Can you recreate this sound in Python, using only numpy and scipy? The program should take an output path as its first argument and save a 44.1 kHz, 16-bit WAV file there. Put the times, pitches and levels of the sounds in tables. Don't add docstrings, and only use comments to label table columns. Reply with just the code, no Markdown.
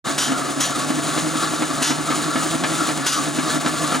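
import sys
import numpy as np
from scipy import signal
from scipy.fft import rfft, irfft
from scipy.io import wavfile
from scipy.ndimage import uniform_filter1d

SR = 44100
rng = np.random.default_rng(int(sys.argv[2]) if len(sys.argv) > 2 else 0)


def pcm_store(signal):
    levels = np.round(np.clip(np.atleast_2d(signal), -1, 1) * 32767)
    wavfile.write(sys.argv[1], SR, levels.astype(np.int16).T)


N = 176400
T = np.arange(N) / SR
HZ = np.fft.rfftfreq(N, 1 / SR)

# (time [s], speed [turns/s])
SHAFT_SPEED = [(0.0, 10.13), (0.25, 10.06), (0.8, 10.16), (1.25, 11.09), (1.62, 11.18), (1.84, 10.14),
               (2.0, 10.74), (2.3, 10.93), (2.6, 11.38), (2.82, 11.23), (3.05, 10.29), (3.4, 10.8),
               (3.7, 10.98), (4.0, 10.86)]
# (harmonic, level [dB], throb depth [dB], throb lag [turns])
MESH_HARMONICS = [(1, -34.5, 1.5, -0.12), (2, -35, 6.5, 0.062), (4, -56.5, 16.5, -0.017)]
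# (frequency [Hz], relative level [dB], t60 [s])
FRAME_MODES = [(158, -6, 0.091), (260, -12, 0.32), (265.5, 5.5, 0.29), (306.8, 1.5, 0.11),
               (379.4, -8.5, 0.24), (538, -9, 0.093), (635, -4.5, 0.3), (681, 1.5, 0.19), (721, -2, 0.078),
               (843, -10, 0.03)]
# (frequency [Hz], relative density [dB])
RUMBLE_SPECTRUM = [(20, -11), (75, -12), (125, -35), (200, -47), (350, 9), (480, -8.5), (780, -2),
                   (950, 3.5), (1800, -0.5), (3000, -14), (16000, -58)]
# (time [s], relative thud level [dB], rattle level [dB])
FRAME_KNOCKS = [(0.069, -20, -26), (0.318, -16, -24.5), (.902, -11.5, -25), (1.174, -29, -24),
                (1.354, -22, -30), (1.621, -16, -22), (1.904, -13, -21.5), (2.102, -20, -21),
                (2.356, -15, -23.5), (2.55, -19, -32), (2.636, -14, -16), (2.888, -24, -23.5),
                (3.386, -16, -22.5), (3.661, -15, -19.5), (3.919, -14, -25), (3.945, -18.5, -20.5)]
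# (frequency [Hz], relative level [dB], t60 [s])
FITTING_MODES = [(925, -0.5, 0.24), (1345, 4, 0.1), (1625, -3, .12), (1756, -0.5, 0.057),
                 (2196, -1.5, 0.14), (2420, -3, 0.14), (3040, -2.5, 0.16), (4160, -9, 0.04)]
# (frequency [Hz], relative density [dB])
RATTLE_SPECTRUM = [(60, -45), (200, 3), (600, 2.5), (1300, 4.5), (2400, 2.5), (4000, -3), (8000, -16),
                   (16000, -51)]
# (time [s], relative level [dB])
SAW_RUBS = [(.1, -8), (.37, -13), (.82, -8.5), (1.139, -2.5), (1.44, -4), (1.761, -11), (2.152, -4.5),
            (2.46, -2), (2.83, -2), (3.19, -3.5), (3.52, -3.5), (3.86, -4)]
# (frequency [Hz], relative density [dB])
SCRAPE_SPECTRUM = [(200, -15.5), (950, -38), (1130, 3), (1230, -6), (1370, 0.5), (1440, -9), (1650, -11.5),
                   (1740, -3), (1900, -63), (2700, -53), (3700, -11), (4800, -17.5), (16000, -55.5)]
# (frequency [Hz], relative density [dB])
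HISS_SPECTRUM = [(300, 8), (2000, 0.5), (2650, 0.5), (3600, 2.5), (4900, -0.5), (5700, -1.5), (7000, 5),
                 (8000, 0.5), (8750, 0), (9400, 2.5), (10400, -6.5), (11800, -14), (13500, -19.5),
                 (15500, -17)]
# (time [s], level [dB], Gaussian sigma [s], centre pitch [Hz])
SAW_RASPS = [(.08, -31, 0.024, 1300), (.4, -29.5, 0.076, 1295), (.74, -27.5, 0.02, 1326),
             (1.12, -32.5, .05, 1180), (1.39, -29, 0.036, 1270), (1.78, -30.5, 0.047, 1216),
             (2.125, -24, 0.033, 1223), (2.4, -28, 0.057, 1290), (2.805, -25.5, 0.038, 1295),
             (3.17, -23, 0.031, 1198), (3.49, -36, .045, 1248), (3.82, -28.5, .03, 1164),
             (3.935, -24, 0.028, 1256)]
# (frequency [Hz], relative level [dB], t60 [s])
IRON_MODES = [(1330, 1, .22), (1484, -4, .2), (1733, -2, .22), (2003, -7, .2), (2849, -5, .22),
              (3489, -7, .2), (5142, -6, .2), (6130, -8, .2), (6622, -6, .16), (6950, -7, .1),
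              (9460, -10, .1)]
# (time [s], level [dB], rebound delay [s], rebound gain [dB], note [Hz], note gain [dB])
IRON_DROPS = [(0.177, -13, 0.036, -11.5, 6130, -28), (0.6, -16.5, 0.042, -16, 6620, -27),
              (1.819, -13.5, 0.044, -11.5, 2987, -12), (3.061, -10.5, 0.058, -10.5, 6340, -26)]
# (frequency [Hz], relative density [dB])
CLASH_SPECTRUM = [(40, 7), (150, -11), (700, 0), (1400, 7.5), (2500, 0.5), (2950, 6.5), (4500, 2.5),
                  (6500, 8), (8200, 4.5), (9600, 3), (11500, -6.5), (16000, -21.5)]
# (frequency [Hz], side minus mid [dB])
STEREO_WIDTH = [(60, -14), (99, 4), (160, -6), (270, -2), (450, -4.5), (740, -7.5), (1220, -7.5),
                (2010, -10.5), (3330, -10), (5500, -15.5), (9080, -9.5), (15000, 10.5)]
# (frequency [Hz], lag share, level-difference share)
SIDE_SHARES = [(60, 0.39, -0.033), (163, -0.89, -0.39), (283, -0.96, -0.086), (700, -0.69, -0.013),
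               (1260, -0.67, 0.38), (2500, 1, 0.26), (5400, 0.9, 0.4), (9000, 0.94, -0.07), (13000, 1, 0),
               (16300, 0.99, -0.42)]

TEETH = 14
THROB_AT_TURN, THUMP_AT_TURN, FASTEST_AT_TURN = .034, .063, .8


def gears(turns, speed_hz):
    speed_swing, speed_jitter, hum_db_per_hz = .041, .012, 2.5
    sag_turns = speed_swing * np.sin(2 * np.pi * (turns - FASTEST_AT_TURN)) / (2 * np.pi)
    jitter_turns = speed_jitter * np.cumsum(wander(30) * np.gradient(turns))
    mesh_cycles = TEETH * (turns + sag_turns + jitter_turns)
    hum = np.zeros(N)
    for harmonic, db, depth_db, lag_turns in MESH_HARMONICS:
        level = amp(db + 1.2 * wander(11)) * throb(turns, depth_db, lag_turns)
        hum += level * np.sqrt(2) * np.sin(2 * np.pi * harmonic * mesh_cycles)
    hum *= amp(hum_db_per_hz * (speed_hz - speed_hz.mean()))
    tooth_hits = np.diff(np.floor(mesh_cycles), prepend=0)
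    taps = unit(tooth_hits * amp(4.1 * rng.standard_normal(N)))
    drive = .31 * (taps - taps.mean()) + grains(per_s=2500, spread_db=1.44)
    frame = radiate(ring(drive * throb(turns, depth_db=3.5, lag_turns=-.17), FRAME_MODES))
    rumble = colour(drive * throb(turns, depth_db=3), RUMBLE_SPECTRUM)
    thumps = thud(np.diff(np.floor(turns - THUMP_AT_TURN), prepend=-1))
    return hum + amp(-32) * unit(frame) + amp(-21.5) * thumps + amp(-33) * rumble


def panel(turns, speed_hz):
    pitch_hz, half_width_hz, waver_hz = 269, 8.9, 3.3
    resonance = 1 / (1 + ((2 * TEETH * speed_hz - pitch_hz) / half_width_hz) ** 2)
    phase = 2 * np.pi * np.cumsum(pitch_hz + waver_hz * wander(12.3)) / SR
    return amp(-30.5) * resonance * throb(turns, depth_db=9) * np.sin(phase)


def knocks():
    blows, envelope = np.zeros(N), np.zeros(N)
    for start_s, thud_db, rattle_db in FRAME_KNOCKS:
        blows[round(start_s * SR)] = amp(thud_db + 9)
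        envelope += amp(rattle_db) * burst(start_s, rise_s=.0015, decay_s=.016)
    rattle = envelope * colour(grains(per_s=6000, spread_db=.4), RATTLE_SPECTRUM)
    return thud(blows) + rattle + .7 * ring(rattle, FITTING_MODES)


def thud(blows):
    contact_s = .002
    push = np.hanning(round(contact_s * SR))
    response = np.convolve(modes(FRAME_MODES[1:]), push / push.sum())
    return radiate(signal.fftconvolve(blows, response)[:N])


def radiate(x, cutoff_hz=153):
    return signal.sosfilt(signal.butter(3, cutoff_hz, "high", fs=SR, output="sos"), x)


def saws(turns):
    floor = .41
    rub = floor + (1 - floor) * sum(amp(db) * swell(peak_s, sigma_s=.085) for peak_s, db in SAW_RUBS)
    scrape_level = amp(-27 + 2.4 * wander(16)) * rub
    scrape = scrape_level * colour(grains(per_s=2500, spread_db=2.4), SCRAPE_SPECTRUM)
    hiss_level = amp(-25.5 + 1.44 * wander(25)) * rub ** .65 * throb(turns, depth_db=.13, lag_turns=.033)
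    hiss = hiss_level * colour(grains(per_s=9000, spread_db=.51), HISS_SPECTRUM)
    iron = amp(-36) * ring(rub * grains(per_s=1500, spread_db=20), IRON_MODES)
    return scrape + hiss + iron


def rasps():
    fall_hz_per_s, half_width_hz = 900, 104
    roughness = wander(half_width_hz) + 1j * wander(half_width_hz)
    out = np.zeros(N)
    for peak_s, db, sigma_s, centre_hz in SAW_RASPS:
        pitch_hz = centre_hz - fall_hz_per_s * (T - peak_s)
        note = (roughness * np.exp(2j * np.pi * np.cumsum(pitch_hz) / SR)).real
        out += amp(db) * swell(peak_s, sigma_s) * note
    return out


def clashes():
    rise_s, decay_s = .0108, .035
    cloud_range_hz, cloud_t60_s, note_t60_s = (2800, 7200), .19, .15
    grit = colour(grains(per_s=20000, spread_db=1), CLASH_SPECTRUM)
    out = np.zeros(N)
    for start_s, db, delay_s, rebound_db, note_hz, note_db in IRON_DROPS:
        drop = burst(start_s, rise_s, decay_s)
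        rebound = amp(rebound_db) * burst(start_s + delay_s, rise_s, decay_s)
        chatter = amp(db) * (drop + rebound) * grit
        cloud = [(hz, 0, cloud_t60_s) for hz in rng.uniform(*cloud_range_hz, size=18)]
        note = amp(note_db) * ring(chatter, [(note_hz, 0, note_t60_s)])
        out += chatter + .55 * ring(chatter, cloud) + .34 * ring(chatter, IRON_MODES) + note
    return out


def deck_stereo(mid):
    echoes = rng.standard_normal(N) * burst(.002, rise_s=.003, decay_s=.03)
    lag, pan = curve(SIDE_SHARES), curve(SIDE_SHARES, column=2)
    scatter_share = np.sqrt(np.clip(1 - lag ** 2 - pan ** 2, 0, 1))
    scatter = scatter_share * rfft(echoes / np.linalg.norm(echoes))
    side = irfft(rfft(mid) * amp(curve(STEREO_WIDTH)) * (1j * lag + pan + scatter), N)
    return np.array([mid + side, mid - side])


def amp(db):
    return 10 ** (np.asarray(db) / 20)


def unit(x):
    return x / np.sqrt(np.mean(x ** 2) + 1e-20)


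def curve(table, column=1):
    columns = np.transpose(table)
    return np.interp(np.log(HZ + 1), np.log(columns[0] + 1), columns[column])


def colour(x, spectrum):
    return unit(irfft(rfft(x) * amp(curve(spectrum)), N))


def wander(rate_hz):
    return unit(irfft(rfft(rng.standard_normal(N)) / (1 + (HZ / rate_hz) ** 4), N))


def grains(per_s, spread_db):
    size = amp(spread_db * np.minimum(rng.exponential(1, N), 4))
    return unit(size * rng.choice([-1, 1], N) * (rng.random(N) < per_s / SR))


def modes(table):
    t = T[:SR // 2]
    body = sum(amp(db) * np.exp(-np.log(1000) * t / t60_s) / t60_s * np.sin(2 * np.pi * hz * t)
               for hz, db, t60_s in table)
    return body / abs(body).max()


def ring(x, table):
    return np.std(x) * unit(signal.fftconvolve(x, modes(table))[:N])


def burst(start_s, rise_s, decay_s):
    age_s = T - start_s
    return np.clip(age_s / rise_s, 0, 1) * np.exp(-np.maximum(age_s - rise_s, 0) / decay_s)


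def swell(peak_s, sigma_s):
    return np.exp(-.5 * ((T - peak_s) / sigma_s) ** 2)


def throb(turns, depth_db, lag_turns=0):
    return amp(depth_db * np.cos(2 * np.pi * (turns - THROB_AT_TURN - lag_turns)))


def scene():
    speed_hz = np.interp(T, *np.transpose(SHAFT_SPEED))
    turns = np.cumsum(speed_hz) / SR
    gin = gears(turns, speed_hz) + panel(turns, speed_hz) + knocks() + saws(turns) + rasps() + clashes()
    return deck_stereo(gin)


def record(dry):
    threshold_db, ratio, recover_db_per_s, smooth_s = -9, 14, 70, .001
    bass_hz, band_edge_hz = 119, 15900
    treble = signal.lfilter([1.35, -1.05], [1], dry)
    peak_db = 20 * np.log10(abs(treble).max(0) + 1e-9)
    recovery_db = T * recover_db_per_s
    held_db = np.maximum.accumulate(peak_db + recovery_db) - recovery_db
    over_db = uniform_filter1d(np.maximum(held_db - threshold_db, 0), round(smooth_s * SR))
    fade_in = np.clip((T - .042) / .017, 0, 1)
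    ducked = dry * amp(-(1 - 1 / ratio) * over_db) * fade_in
    bass = signal.sosfiltfilt(signal.butter(4, bass_hz, fs=SR, output="sos"), ducked)
    lowpass = signal.firwin(511, band_edge_hz, window=("kaiser", 9), fs=SR)
    return signal.oaconvolve(ducked - .82 * bass, lowpass[None], "same")


dry = scene()
out = record(dry)
pcm_store(out)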